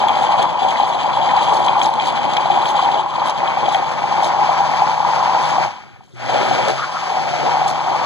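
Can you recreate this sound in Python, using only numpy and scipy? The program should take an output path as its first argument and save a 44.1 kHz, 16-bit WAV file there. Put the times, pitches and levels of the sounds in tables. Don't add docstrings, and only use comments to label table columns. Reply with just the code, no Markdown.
import sys
import numpy as np
from scipy import signal
from scipy.fft import rfft, irfft
from scipy.io import wavfile
from scipy.ndimage import uniform_filter1d, map_coordinates

SR = 44100
rng = np.random.default_rng(int(sys.argv[2]) if len(sys.argv) > 2 else 0)


def dump(signal):
    limited = np.clip(np.atleast_2d(signal).T, -1, 1)
    pcm = np.round(limited * 32767).astype(np.int16)
    wavfile.write(sys.argv[1], SR, pcm)


N = 355357
TIME = np.arange(N) / SR

# time_s, level_db
CHURN_LEVEL = [(0, -15.5), (1.1, -15.5), (1.7, -13.5), (2.15, -17), (2.7, -15.5), (3.95, -17.5),
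               (4.25, -15), (5.6, -15.5), (6.3, -16.5), (6.69, -20.5), (6.74, -27.5), (7.0, -28.5),
               (7.14, -20), (7.35, -20.5), (7.56, -13.5), (8.06, -17)]
# time_s, ratio to the pitch in JAR_SPECTRUM
JAR_PITCH = [(6.62, 1.054), (6.73, 0.96), (6.8, 1), (7.15, 1), (7.33, .94), (7.5, 1), (7.67, 1.002),
             (8.06, 1.053)]
# frequency_hz, relative_db
JAR_SPECTRUM = [(100, -66), (450, -33), (620, -13), (690, -9.5), (740, 0), (780, 4), (850, -2.5), (940, -2),
                (1030, -9.5), (1110, -11.5), (1175, -20.5), (1400, -35), (2500, -46), (6000, -73.5)]
# start_s, relative_peak_db
PLOPS = [(5.783, -30), (5.835, -35), (5.88, -39), (5.96, -34), (6.007, -32.5), (6.033, -39), (6.078, -44)]


def churn(drift_s=0.001583, surge_db=0.88, coast_surge_db=0.5, gap_share=0.28, gap_s=0.014):
    patter = pops(per_s=2200, spread_db=0.5) * from_db(wander(rate_hz=90))
    body = unit(through(patter, ring(JAR_SPECTRUM)))

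    place = np.cumsum(curve(JAR_PITCH)) + drift_s * wander(rate_hz=3.88) * SR
    body = np.array([map_coordinates(side, [place], order=3, mode="mirror") for side in body])

    large = np.bincount([round(s * SR) for s, db, hz in THUMPS], minlength=N)
    passing = np.minimum(signal.oaconvolve(large, np.hanning(round(2 * gap_s * SR)), "same"), 1)
    body = body * (1 - gap_share * passing)

    surge = (surge_db + coast_surge_db * (1 - spin())) * wander(rate_hz=21)
    level = from_db(curve(CHURN_LEVEL) + surge) * drive(spin_power=3.53, slip_share=0.84)
    plops = from_db(1.5) * blows(PLOPS, ring(JAR_SPECTRUM))
    return body * level + plops


# start_s, relative_peak_db, pocket_pitch_hz
THUMPS = [(0.038, -4.5, 810), (0.068, -8, 900), (0.188, -9.5, 820), (0.221, -5, 770), (0.289, -4, 810),
          (0.395, -4, 736), (0.554, -5.5, 915), (0.618, -4, 777), (0.648, -3.5, 796), (0.799, -2.5, 836),
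          (0.833, -1, 795), (0.945, -7, 730), (1.044, -8.5, 820), (1.171, -7, 964), (1.23, -4.5, 895),
          (1.335, -3, 850), (1.371, -5.5, 794), (1.565, -5, 833), (1.755, -7.5, 1037), (1.866, -2.5, 890),
          (2.334, -6.5, 820), (2.456, -4.5, 790), (2.501, 0.5, 787), (2.573, -3, 788), (2.602, -8, 790),
          (2.791, -5, 1056), (2.827, -7, 785), (2.888, -4.5, 834), (2.995, -4, 890), (3.155, -8.5, 960),
          (3.571, -5.5, 797), (3.682, -3, 770), (3.746, -7, 746), (3.755, -3.5, 790), (4.038, -6, 830),
          (4.225, -6, 790), (4.49, -4, 740), (4.819, -1, 800), (4.884, -6.5, 840), (4.931, -7.5, 860),
          (4.977, -6.5, 874), (5.002, -4, 851), (5.048, -3, 947), (5.225, -6.5, 870), (5.348, -4, 867),
          (5.516, -6, 800), (5.581, -3, 784), (5.626, -10.5, 764), (5.659, -8, 790), (6.294, -10, 759),
          (6.357, -5.5, 777), (6.451, -11, 795), (6.511, -4.5, 765), (7.17, -7, 780), (7.478, -8, 834),
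          (7.614, -4, 794), (7.66, -6.5, 776), (7.915, -8, 784)]


def thumps(swell_s=0.0024, level_db=-0.5):
    t = TIME[:1024]
    out = np.zeros((2, N))
    for s, db, hz in THUMPS:
        envelope = t / swell_s * np.exp(1 - t / swell_s)
        pocket = envelope * np.sin(2 * np.pi * hz * t)
        start = round(s * SR)
        out[:, start:start + len(t)] += from_db(db + level_db) * rng.choice([-1, 1], (2, 1)) * pocket
    return out


# time_s, resonance_hz, level_db (at full spin and grip)
VORTEX = [(0, 930, -25.5), (1.7, 924, -27.5), (2.4, 880, -31.5), (3.1, 980, -21.5), (4.0, 970, -38.5),
          (5.2, 1000, -22.5), (5.65, 1020, -30), (6.3, 703, -40), (6.74, 616, -25), (6.82, 1250, -26.5),
          (6.89, 874, -22.5), (6.97, 1130, -29), (7.07, 917, -24), (7.3, 715, -28), (7.52, 850, -30.5),
          (7.66, 824, -21), (7.85, 984, -27), (8.06, 1000, -22)]


def vortex(width_hz=350, rough_db=1.6, bass_hz=450):
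    lumps = pops(per_s=1200, spread_db=0.5) * from_db(rough_db * wander(rate_hz=34))
    turn = np.exp(2j * np.pi * np.cumsum(curve(VORTEX)) / SR)
    pole = np.exp(-np.pi * width_hz / SR)
    cavity = (turn * signal.lfilter([1], np.poly([pole, pole]), lumps / turn)).real
    cavity = signal.sosfilt(signal.butter(2, bass_hz, "highpass", fs=SR, output="sos"), cavity)
    return unit(cavity) * from_db(curve(VORTEX, axis=2)) * drive(spin_power=3.0, slip_share=0.44)


# middle_s, length_s, resonance_hz, level_db (before the bass cut)
GULPS = [(0.405, 0.056, 555, -21.5), (1.535, 0.063, 565, -20), (2.964, 0.06, 606, -20),
         (3.653, 0.079, 557, -23.5), (4.257, 0.05, 810, -16), (6.345, 0.067, 605, -17),
         (6.436, 0.065, 480, -28), (6.575, 0.1, 534, -24.5), (6.691, 0.057, 590, -15.5),
         (6.8, 0.033, 1200, -22.5), (6.832, 0.035, 1460, -21.5), (6.964, 0.044, 1220, -21.5),
         (7.095, 0.051, 383, -29), (7.453, 0.099, 414, -23.5)]


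def gulp(width_hz=360, bass_hz=320):
    lumps = pops(per_s=1600, spread_db=1.0)
    flow = 0
    for s, length, hz, db in GULPS:
        pole = np.exp((2j * np.pi * hz - np.pi * width_hz) / SR)
        shape = swell(s, length)
        puff = signal.lfilter([1], np.poly([pole, pole]), lumps).real * shape
        even = np.linalg.norm(shape) / np.linalg.norm(puff, axis=1, keepdims=True)
        flow = flow + from_db(db) * puff * even
    return signal.sosfilt(signal.butter(2, bass_hz, "highpass", fs=SR, output="sos"), flow)


# frequency_hz, relative_db
SLOSH_SPECTRUM = [(30, -86), (60, -35), (95, -19), (122, -7.5), (140, -5.5), (180, -10.5), (245, -6),
                  (330, -9.5), (370, -4), (410, -12.5), (475, -12), (500, -2.5), (530, -4.5), (600, -1),
                  (750, -2), (1200, -36), (4000, -63)]


def slosh(level_db=-24.0, surge_db=1.2):
    level = from_db(level_db + surge_db * wander(rate_hz=13))
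    level = level * drive(spin_power=3.3, load_share=0.75, slip_share=0.76, beside_db=-3.0)
    return unit(through(pops(per_s=1500, spread_db=1.0), ring(SLOSH_SPECTRUM))) * level


# start_s, relative_level_db
SLAPS = [(0.753, -11), (1.287, -12), (1.373, -14), (2.361, -14.5), (2.881, -15), (3.398, -17),
         (3.743, -12.5), (4.312, -19), (4.731, -13)]
# frequency_hz, relative_db
SLAP_SPECTRUM = [(500, -36), (1300, -6), (1800, 1.5), (2350, 5), (2900, -15.5), (6000, -45)]


def slaps(length_s=0.004, level_db=-2.0):
    t = TIME[:1024]
    smack = rng.standard_normal(len(t)) * t * np.exp(-t / length_s)
    return from_db(level_db) * blows(SLAPS, np.convolve(ring(SLAP_SPECTRUM), smack))


# frequency_hz, width_hz, relative_db
MOUTH_MODES = [(2446, 16.4, 18.5), (3193, 187, 12.5), (3376, 120, 9.5), (3900, 120, 3), (4680, 160, 3),
               (5820, 200, -5), (7010, 580, -7.5), (7980, 480, -12)]
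# start_s, relative_peak_db
BURSTS = [(0.0835, -17), (0.092, -20), (.8066, -22.5), (1.133, -23), (1.2136, -22.5), (1.6824, -14),
          (1.8145, -12.5), (1.9975, -17), (2.3688, -13), (2.517, -20), (2.655, -16), (3.475, -19),
          (3.6612, -20.5), (3.7454, -14.5)]


def crackle(soft_hz=8000, level_db=-28.5, burst_s=0.0023, pings_db=-8.0):
    t = TIME[:1024]
    modes = 0
    for hz, width, db in MOUTH_MODES:
        modes = modes + from_db(db) * width * np.exp(-np.pi * width * t) * np.sin(2 * np.pi * hz * t)
    modes = signal.sosfilt(signal.butter(6, soft_hz, fs=SR, output="sos"), modes)
    clumps = from_db(4.33 * np.tanh(wander(rate_hz=19.3)))
    mouth = unit(through(pops(per_s=1300, spread_db=1.0) * clumps, modes))

    pings = bubbles(ring_s=0.0012, spread_db=4.0, low_hz=2900, high_hz=4470, count=5000)
    pings = unit(pings * clumps)

    tear = rng.standard_normal(len(t)) * t * np.exp(-2 * t / burst_s)
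    tear = signal.sosfilt(signal.butter(4, 4200, fs=SR, output="sos"), tear)
    bursts = from_db(7.5) * blows(BURSTS, np.convolve(modes, tear))

    level = from_db(level_db) * drive(spin_power=2.1, load_share=0.88, slip_share=0.66, beside_db=-12.0)
    return (mouth + from_db(pings_db) * pings) * level + bursts


# middle_s, relative_peak_db, length_s
SPURTS = [(0.22, -41, 0.095), (0.722, -47, 0.087), (0.891, -40, 0.043), (1.427, -41, 0.061),
          (1.55, -37.5, 0.072), (1.647, -41.5, 0.094), (1.845, -34.5, 0.088), (2.073, -34, 0.054),
          (2.685, -36.5, 0.085), (3.276, -38.5, 0.031), (3.74, -40.5, .06), (3.91, -45, 0.077),
          (4.25, -37.5, 0.059), (5.46, -41.5, 0.15), (6.55, -45, 0.6), (6.702, -38, 0.028),
          (7.697, -34, 0.046)]
# peak_time_s, relative_peak_db
SPITS = [(0.085, -35.5), (0.427, -32.5), (0.6872, -39), (0.793, -46.5), (0.877, -43), (1.571, -36),
         (1.664, -33.5), (1.826, -41), (1.834, -44), (1.859, -37), (1.939, -38), (2.054, -43), (2.075, -38),
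         (2.124, -40), (2.336, -35), (2.368, -32.5), (2.6556, -46), (3.259, -40), (3.298, -31.5),
         (3.306, -39), (3.69, -36), (3.725, -40), (3.737, -41), (3.759, -40.5), (3.918, -41), (4.266, -38),
         (5.49, -42), (6.04, -62), (6.684, -30.5), (7.68, -36.5), (7.705, -45)]
# frequency_hz, relative_db
FIZZ_SPECTRUM = [(1200, -47.5), (3200, 22), (4500, 15.5), (7000, 11.5), (9000, 3), (12500, -10.5),
                 (14500, -6.5)]


def spray(spit_rise_s=0.0007, spit_decay_s=0.0022):
    spurts = sum(from_db(db) * swell(s, length) for s, db, length in SPURTS)
    flicker = from_db(1.2 * wander(rate_hz=75))
    fizz = unit(through(bubbles() * flicker, ring(FIZZ_SPECTRUM)))

    snaps = np.zeros(N)
    for s, db in SPITS:
        slope_s = np.where(TIME < s, spit_rise_s, spit_decay_s)
        snaps += from_db(db) * np.exp(-abs(TIME - s) / slope_s)
    hiss = unit(through(rng.standard_normal((2, N)), ring(FIZZ_SPECTRUM)))

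    sound = from_db(6.5) * spurts * fizz + from_db(12.5) * snaps * hiss
    top = signal.sosfiltfilt(signal.butter(2, 8000, "highpass", fs=SR, output="sos"), sound)
    return sound + top * (from_db(0.5 + 2 * wander(rate_hz=16)) - 1)


def motor():
    speed = curve(SHAFT_SPEED) * spin() * (1 + 0.002 * wander(rate_hz=4))
    angle = 2 * np.pi * np.cumsum(speed) / SR
    return shaft_hum(angle) + rush(angle) + windings()


# time_s, level_db
HUM_LEVEL = [(0, -36.5), (2.9, -35), (3.3, -39.5), (4.2, -34.5), (5.6, -31), (6.35, -38), (6.72, -33),
             (6.9, -40), (7.2, -36.5), (7.5, -29.5), (8.06, -35)]


def shaft_hum(angle):
    waver_db = 0.6 * wander(rate_hz=5)
    overtones = (1 + 0.5 * wander(rate_hz=6)) * (0.6 * np.sin(2 * angle) + np.sin(3 * angle))
    tone = np.sin(angle) + from_db(-19 + 2.2 * curve(LOAD)) * overtones
    level = from_db(curve(HUM_LEVEL) + waver_db) * drive(spin_power=4.5, slip_share=0.9)
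    return np.sqrt(2) * tone * level


# frequency_hz, relative_db
ROAR_SPECTRUM = [(200, -51.5), (900, -8), (1170, -3), (1240, 4.5), (1400, 1.5), (1600, 0.5), (1850, -1.5),
                 (2100, -0.5), (2370, 4), (2700, -6), (3300, -14.5), (6000, -58)]
# frequency_hz, relative_db
AIR_SPECTRUM = [(1000, -40), (2900, -2), (3300, 0.5), (3750, -5), (4700, -2), (5300, -5), (6300, -10.5),
                (7200, -14.5), (7600, -17.5), (8100, -20), (8800, -25.5), (9500, -25), (10300, -33),
                (14200, -36.5)]


def rush(angle, roar_db=-29, air_db=-39.0):
    flutter = from_db(0.9 * np.sin(angle) + wander(rate_hz=25.3))
    grit = pops(per_s=2500, spread_db=1.0) * from_db(wander(rate_hz=41))
    roar = unit(through(grit, ring(ROAR_SPECTRUM))) * from_db(roar_db)
    roar = roar * drive(spin_power=2.38, load_share=0.36, slip_share=1.0, beside_db=2.5)
    air = unit(through(rng.standard_normal((2, N)), ring(AIR_SPECTRUM))) * from_db(air_db)
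    air = air * drive(spin_power=2.66, load_share=0.14, slip_share=0.9, beside_db=8.0)
    return flutter * (roar + air)


def windings(hum_hz=120, level_db=-48.5):
    powered = uniform_filter1d(1.0 * ((TIME < OFF_S) | (TIME > ON_S)), size=400)
    mains = 2 * np.pi * hum_hz * TIME
    buzz = np.sin(mains) + from_db(-11.0) * wander(rate_hz=12) * np.sin(3 * mains)
    return np.sqrt(2) * buzz * from_db(level_db + 1.24 * curve(LOAD)) * powered


# time_s, turns_per_s
SHAFT_SPEED = [(0, 151), (0.6, 150.2), (5.6, 150), (6.3, 136), (6.44, 128), (6.64, 130), (6.84, 138),
               (6.94, 160), (7.08, 160), (7.25, 150), (7.5, 146), (7.9, 149.5)]


def whine(order=3.32, level_db=-46.5, waver_db=3.5, jitter_share=0.01606):
    hz = order * curve(SHAFT_SPEED) * spin() * (1 + jitter_share * wander(rate_hz=25.2))
    level = from_db(level_db + waver_db * wander(rate_hz=10))
    level = level * drive(spin_power=2.9, load_share=0.54, slip_share=0.6)
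    return np.sqrt(2) * np.sin(2 * np.pi * np.cumsum(hz) / SR) * level


OFF_S, ON_S = 5.645, 6.135
COAST_S, STOP_S, SPIN_UP_S = 0.13, 0.57, 0.095


def spin():
    off = np.clip(TIME, OFF_S, ON_S) - OFF_S
    coast = np.clip(1 - (off / STOP_S) ** 6, 0.05, 1) / (1 + off / COAST_S)
    return 1 - (1 - coast) * np.exp(-np.maximum(TIME - ON_S, 0) / SPIN_UP_S)


# time_s, db_over_usual_load (each layer takes its own share)
LOAD = [(0, 0), (1.6, 0.5), (2.2, -2), (3.7, 0), (5.0, 1), (5.65, 0.5), (6.3, 12.5), (6.7, 7), (6.74, -4),
        (6.93, -9.5), (7.15, -4.5), (7.43, 2.5), (7.85, 2.5), (8.06, 0.5)]
# middle_s, length_s, depth_db (each layer takes its own share)
SLIPS = [(0.555, 0.17, 4.5), (0.93, 0.43, 3), (1.92, 0.095, 4), (3.081, 0.18, 8.5), (3.352, 0.08, 5),
         (3.89, 0.29, 2.5), (4.367, 0.085, 2.5), (4.63, 0.097, -1), (4.998, 0.17, 3.5), (6.896, 0.049, 4.5),
         (7.792, 0.39, 4)]
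DRAW_START_S, DRAW_END_S = 3, 4.82


def drive(spin_power, load_share=0, slip_share=0, beside_db=0):
    slip_db = sum(db * swell(s, length) for s, length, db in SLIPS)
    beside = np.interp(TIME, (DRAW_START_S, DRAW_END_S), (0, 1))
    gain_db = load_share * curve(LOAD) - slip_share * slip_db + beside_db * beside
    return spin() ** spin_power * from_db(gain_db)


# frequency_hz, relative_db
RUMBLE_SPECTRUM = [(25, -15.5), (60, -13.5), (120, 1.5), (220, -6), (400, -11), (2000, -30.5),
                   (14000, -49.5)]


def room_rumble():
    noise = unit(through(rng.standard_normal((2, N)), ring(RUMBLE_SPECTRUM)))
    return noise * from_db(-47 + 1.3 * wander(rate_hz=6.5))


def kitchen(x, t60=0.038, tail_db=-19, wall_s=0.019, wall_db=-15):
    t = TIME[:SR // 2]
    sparse = rng.choice([-1, 1], len(t)) * (rng.random(len(t)) < 0.05) * (t > 0.005)
    taps = sparse * from_db(-60 * t / t60)
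    tail = from_db(tail_db) * taps / np.linalg.norm(taps)
    wall = np.exp(-((t - wall_s) / 0.00041) ** 2)
    echo = from_db(wall_db) * wall / wall.sum()
    return through(x, (t == 0) + tail - echo)


# frequency_hz, coherence (0 to 1)
LIKENESS = [(30, 0.62), (120, 0.99), (1000, 0.97), (1800, 0.94), (2400, 0.96), (4000, 1), (6000, 0.98),
            (14000, 0.64)]
# frequency_hz, delay_s
LAG = [(150, 0.0005), (400, 0.00047), (800, 0.00045), (1300, 0.00041), (2600, 0.000395), (5300, 0.0003773),
       (10000, 0.000378)]
# frequency_hz, difference_db
BALANCE = [(60, 0), (300, 1.5), (900, 2.5), (1350, 1.1), (2400, 2), (4700, 4.5), (7000, 2), (10000, 0.5)]


def ports(pair):
    hz = np.fft.rfftfreq(N, 1 / SR)
    direct, diffuse = rfft(pair)
    same = np.clip(at_hz(LIKENESS, hz), 0, 1)
    delayed = direct * np.exp(-2j * np.pi * hz * at_hz(LAG, hz))
    right = -same * delayed + np.sqrt(1 - same ** 2) * diffuse
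    return np.array([pair[0], irfft(right / from_db(at_hz(BALANCE, hz)), N)])


def bubbles(ring_s=0.00085, spread_db=3.0, low_hz=2800, high_hz=14000, count=26000):
    when, pitch, size = rng.random((count, 3)).T[:, :, None]
    t = TIME[:160]
    hz = low_hz + (high_hz - low_hz) * pitch
    gain = from_db(spread_db * np.minimum(-np.log(size), 3))
    pings = gain * np.exp(-t / ring_s) * np.sin(2 * np.pi * hz * t)
    at = (when * (2 * N - len(t))).astype(int) + np.arange(len(t))
    return np.bincount(at.ravel(), pings.ravel(), 2 * N).reshape(2, N)


def pops(per_s, spread_db):
    size = from_db(spread_db * np.minimum(rng.exponential(1, (2, N)), 3))
    return unit(size * rng.choice([-1, 1], (2, N)) * (rng.random((2, N)) < per_s / SR))


def blows(rows, response):
    train = np.zeros((2, N))
    for s, db in rows:
        train[:, round(s * SR)] = from_db(db) * rng.choice([-1, 1], 2)
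    return through(train, response / abs(response).max())


def ring(spectrum, size=4096):
    log_gain = np.log(from_db(at_hz(spectrum, abs(np.fft.fftfreq(size, 1 / SR)))))
    return np.fft.ifft(np.exp(np.conj(signal.hilbert(log_gain)))).real[:size // 2]


def through(x, response):
    return signal.oaconvolve(x, response[None], axes=1)[:, :N]


def swell(s, length):
    return np.exp(-np.minimum((2 * (TIME - s) / length) ** 2, 50))


def wander(rate_hz):
    hz = np.fft.rfftfreq(N, 1 / SR)
    return unit(irfft(rfft(rng.standard_normal(N)) / (1 + (hz / rate_hz) ** 4), N))


def curve(rows, axis=1):
    rows = np.array(rows)
    return np.interp(TIME, rows[:, 0], rows[:, axis])


def at_hz(points, hz):
    f, value = np.transpose(points)
    return np.interp(np.log(hz + 1), np.log(f), value)


def from_db(db):
    return 10 ** (np.asarray(db) / 20)


def unit(x):
    return x / np.sqrt(np.mean(x ** 2) + 1e-20)


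def scene():
    batter = churn() + thumps() + vortex() + gulp() + slosh() + slaps() + crackle() + spray()
    blender = batter + motor() + whine()
    return ports(kitchen(blender) + room_rumble())


def record(dry, bass_cut_hz=62, edge_hz=14500):
    x = signal.sosfilt(signal.butter(2, bass_cut_hz, "highpass", fs=SR, output="sos"), dry)
    x = x / (1 + (abs(x) / 0.95) ** 8) ** (1 / 8)
    band = signal.firwin(511, edge_hz, window=("kaiser", 9), fs=SR)
    return signal.oaconvolve(x, band[None], "same")


dry = scene()
out = record(dry)
dump(out)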